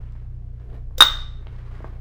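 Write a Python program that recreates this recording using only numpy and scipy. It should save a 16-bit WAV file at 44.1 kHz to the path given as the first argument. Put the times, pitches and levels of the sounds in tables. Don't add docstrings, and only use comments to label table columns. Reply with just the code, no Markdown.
import sys
import numpy as np
from scipy import signal
from scipy.fft import rfft, irfft
from scipy.io import wavfile

SR = 44100
rng = np.random.default_rng(int(sys.argv[2]) if len(sys.argv) > 2 else 0)


def file_out(sig):
    cols = np.atleast_2d(sig).T
    lim = np.clip(cols, -1, 1)
    pcm = np.round(lim * 32767).astype(np.int16)
    wavfile.write(sys.argv[1], SR, pcm)


N = 88332
TIME = np.arange(N) / SR

# frequency in Hz, level in dB rms before its waver.
HUM_PARTIALS = [(29.6, -35), (59.1, -37), (88.7, -43.5), (119.8, -41)]
HUM_WAVER_DB, HUM_WAVERS_PER_S = 0.6, 4
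# frequency in Hz, relative level in dB per Hz.
AIR_COLOUR = [(20, -7), (45, -12.5), (110, -2), (200, -13.5), (400, -27.5), (1000, -41.5), (3000, -49),
              (8000, -60), (16000, -72)]
AIR_DB = -46.5
# time in seconds, level in dB.
RUMBLE_LEVELS = [(0, -38), (.35, -57), (.6, -38), (.95, -33.5), (1.05, -31.5), (1.2, -29), (1.4, -36),
                 (2, -51)]
RUMBLE_LOW_HZ, RUMBLE_HIGH_HZ = 18, 35.4

# time in seconds, dull body in dB, dry hiss in dB, both before roughening.
RUB_LEVELS = [(0, -54.5, -63.5), (.16, -67.5, -66), (.22, -62, -66.5), (.28, -62.5, -73.5),
              (.53, -63.5, -76), (.62, -58.5, -65.5), (.67, -55, -68), (.75, -48.5, -59.5), (.83, -61, -78),
              (.95, -60, -73), (1.3, -61, -67.5), (1.5, -55, -59.5), (1.62, -56.5, -57.5),
              (1.78, -53, -53.5), (1.88, -49.5, -55.5), (2, -57.5, -65)]
# frequency in Hz, relative level in dB per Hz.
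RUB_BODY_COLOUR = [(100, -7), (210, 5), (310, 0), (410, 7), (520, -0.5), (700, -1.5), (1200, -20.5),
                   (3000, -40.5)]
RUB_HISS_COLOUR = [(400, -12.5), (1000, 6.5), (1700, 3), (3000, -6.5), (6000, -19), (14000, -36)]
RUB_GRAINS_PER_S, RUB_ROUGH_DB = 220, 2.6

# start in seconds, peak level in dB, pitch in Hz.
TICK_EVENTS = [(0.039, -56, 1630), (0.062, -56, 1700), (0.089, -51.5, 1930), (0.123, -50.5, 4240),
               (0.201, -49, 1440), (.599, -55, 2410), (0.702, -50.5, 2150), (.731, -50, 2200),
               (0.765, -52, 2200), (1.4703, -32.5, 1720), (1.563, -48, 2300)]
TICK_SPREAD = 1.91
TICK_RATTLE_DB, TICK_T60_S = -21, 0.013

# start in seconds, gain in dB, upper band limit in Hz.
KNOCK_EVENTS = [(0.153, -48, 2500), (.599, -54, 2460), (.693, -42, 590), (0.729, -52, 1980),
                (.909, -47.5, 1300), (1.469, -38.5, 1430), (1.805, -32, 646), (1.8444, -27.5, 1536)]
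# frequency in Hz, level in dB, t60 in seconds.
THUD_MODES = [(229, -12.5, 0.067), (354, -11, 0.041), (495, -9, 0.034), (650, -6.5, 0.063), (885, 1, 0.014),
              (1120, -3, .02), (1560, -4, 0.015)]
SCUFF_DB, SCUFF_T60_S = -9, 0.05
RADIATION_HZ = 260

# frequency in Hz, relative level in dB per Hz.
GRAZE_COLOUR = [(200, -13), (1500, -8), (3000, -9), (5000, -2.5), (8000, -5.5), (12500, -15), (15200, 4.5),
                (16000, -9.5)]
# frequency in Hz, level in dB, t60 in seconds.
GRAZE_THUMP = [(520, -27.5, .08)]
GRAZE_S, GRAZE_DB, GRAZE_T60_S, GRAZE_RING_DB = 0.9818, -25.5, 0.035, -39

# start in seconds, clack, ring and crack gains in dB.
BLOWS = [(1.0059, -3, -0.5, 5.5), (1.0214, -8, -2.5, -5.5)]
# frequency in Hz, level in dB, t60 in seconds.
CLACK_MODES = [(356, -20.5, .04), (734, -12.5, 0.014), (1070, -13.5, 0.011), (1259, 7, .018),
               (1414.6, 11, 0.011), (1750, -3, 0.012), (2496, -4, 0.015), (2730, -10.5, 0.013),
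               (1177, -29.5, 0.76), (1305, -27.5, 0.4), (1435, -29.5, 0.36)]
# frequency in Hz, level in dB, t60 in seconds.
RING_MODES = [ (3706, 10.5, 0.046), (3670, -18.5, .38), (3610, -25.5, 0.46), (3735, -19, 0.35),
              (3600, -23, 0.26), (3954, -11.5, .03), (15060, -25, .23), (15170, -28, .15), ]
RING_RISE_S = 0.0016
# frequency in Hz, relative level in dB per Hz.
CRACK_COLOUR = [(150, -17.5), (1200, 2.5), (2200, -2), (3200, 6), (5000, 1), (8000, -8), (12500, -18),
                (14500, -10), (15200, 0), (16000, -13)]
CRACK_DB, CRACK_T60_S = -5, 0.028

# frequency in Hz, gain in dB, t60 in seconds.
ROOM_BANDS = [(100, -21.5, 0.22), (400, -18, 0.67), (1300, -11.5, .45), (2400, -9, 0.56), (3696, -12.5, .5),
              (5500, -8, .52), (8000, -12.5, 0.36), (12000, -18, 0.39), (15500, -14.5, .28)]
ROOM_DELAY_S = 0.0091
EARLY_DB, EARLY_T60_S, EARLY_LOW_HZ, EARLY_HIGH_HZ = -9.5, 0.11, 430, 14800
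CLACK_ROOM_DB, RING_ROOM_DB = -4.5, -7

DRIVE_DB, CLIP_HARDNESS = -1.5, 4.4
CUTOFF_HZ, FADE_S = 16000, 0.006


def amp(db):
    return 10 ** (np.asarray(db) / 20)


def rms_one(x):
    return x / np.sqrt(np.mean(x ** 2) + 1e-20)


def at_hz(rows, hz, axis=1):
    rows = np.array(rows)
    return np.interp(np.log(np.maximum(hz, 1)), np.log(rows[:, 0]), rows[:, axis])


def noise(colour):
    hz = np.fft.rfftfreq(N, 1 / SR)
    spectrum = rfft(rng.standard_normal(N)) * amp(at_hz(colour, hz))
    return rms_one(irfft(spectrum, N))


def drift(rate):
    return np.interp(TIME * rate, np.arange(N), rng.standard_normal(N))


def decay(start, t60):
    return (TIME >= start) * amp(-60 * np.clip((TIME - start) / t60, 0, 5))


def band(x, low_hz, high_hz, order=2):
    return signal.sosfilt(signal.butter(order, [low_hz, high_hz], "band", fs=SR, output="sos"), x)


def struck(modes, start):
    out = 0
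    for hz, db, t60 in modes:
        out = out + amp(db) * decay(start, t60) * np.sin(2 * np.pi * hz * (TIME - start))
    return out


def background():
    hum = 0
    for hz, db in HUM_PARTIALS:
        level = amp(db + HUM_WAVER_DB * drift(HUM_WAVERS_PER_S))
        hum = hum + level * np.sin(2 * np.pi * (hz * TIME + rng.random()))
    return np.sqrt(2) * hum + amp(AIR_DB) * noise(AIR_COLOUR)


def rumble():
    deep = rms_one(band(rng.standard_normal(N), RUMBLE_LOW_HZ, RUMBLE_HIGH_HZ))
    return amp(np.interp(TIME, *np.transpose(RUMBLE_LEVELS))) * deep


def rub():
    s, body_db, hiss_db = np.transpose(RUB_LEVELS)
    body = noise(RUB_BODY_COLOUR) * amp(np.interp(TIME, s, body_db))
    hiss = noise(RUB_HISS_COLOUR) * amp(np.interp(TIME, s, hiss_db))
    return (body + hiss) * amp(RUB_ROUGH_DB * drift(RUB_GRAINS_PER_S))


def ticks():
    out = 0
    for s, db, hz in TICK_EVENTS:
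        click = signal.unit_impulse(N, int(s * SR))
        scuff = amp(TICK_RATTLE_DB) * rng.standard_normal(N) * decay(s, TICK_T60_S)
        tick = band(click + scuff, hz / TICK_SPREAD, hz * TICK_SPREAD, order=4)
        out = out + amp(db) * tick / np.abs(tick).max()
    return out


def knocks():
    out = 0
    for s, db, bright_hz in KNOCK_EVENTS:
        scuff = amp(SCUFF_DB) * rng.standard_normal(N) * decay(s, SCUFF_T60_S)
        thud = struck(THUD_MODES, s) + scuff
        out = out + amp(db) * band(thud, RADIATION_HZ / 2, bright_hz)
    return out


def graze():
    scrape = amp(GRAZE_DB) * noise(GRAZE_COLOUR) * decay(GRAZE_S, GRAZE_T60_S)
    thump = struck(GRAZE_THUMP, GRAZE_S)
    ring = amp(GRAZE_RING_DB) * struck(RING_MODES, GRAZE_S)
    return scrape + thump + ring


def snap():
    hiss = amp(CRACK_DB) * noise(CRACK_COLOUR)
    clack, ring, crack = 0, 0, 0
    for s, clack_db, ring_db, crack_db in BLOWS:
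        rise = np.clip((TIME - s) / RING_RISE_S, 0, 1) ** 2
        clack = clack - amp(clack_db) * struck(CLACK_MODES, s)
        ring = ring + amp(ring_db) * rise * struck(RING_MODES, s)
        crack = crack + amp(crack_db) * rise * hiss * decay(s, CRACK_T60_S)
    radiation = signal.butter(2, RADIATION_HZ, "high", fs=SR, output="sos")
    return signal.sosfilt(radiation, [clack, ring, crack])


def workshop(x):
    early = band(rng.standard_normal(N) * decay(ROOM_DELAY_S, EARLY_T60_S), EARLY_LOW_HZ, EARLY_HIGH_HZ)
    response = amp(EARLY_DB) * rms_one(early) / np.sqrt(N)
    edges = np.geomspace(80, 18000, 15)
    for low, high in zip(edges, edges[1:]):
        hz = np.sqrt(low * high)
        t60 = at_hz(ROOM_BANDS, hz, axis=2)
        tail = band(rng.standard_normal(N) * decay(ROOM_DELAY_S, t60), low, high)
        share = np.sqrt(2 * (high - low) / SR / N)
        response = response + amp(at_hz(ROOM_BANDS, hz)) * rms_one(tail) * share
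    return signal.fftconvolve(x, response)[:N]


def scene():
    clack, ring, crack = snap()
    contacts = rub() + ticks() + knocks() + graze() + crack
    room = workshop(contacts + amp(CLACK_ROOM_DB) * clack + amp(RING_ROOM_DB) * ring)
    return (background() + rumble() + contacts + clack + ring + room)[None]


def record(dry):
    edge = np.clip(np.minimum(TIME, TIME[::-1]) / FADE_S, 0, 1)
    ease = np.sin(np.pi / 2 * edge) ** 2
    x = signal.resample_poly(dry * ease * amp(DRIVE_DB), 4, 1, axis=1)
    x = x / (1 + np.abs(x) ** CLIP_HARDNESS) ** (1 / CLIP_HARDNESS)
    x = signal.resample_poly(x, 1, 4, axis=1)
    lowpass = signal.firwin(101, CUTOFF_HZ, fs=SR)
    return signal.fftconvolve(x, lowpass[None], "same", axes=1)


dry = scene()
out = record(dry)
file_out(out)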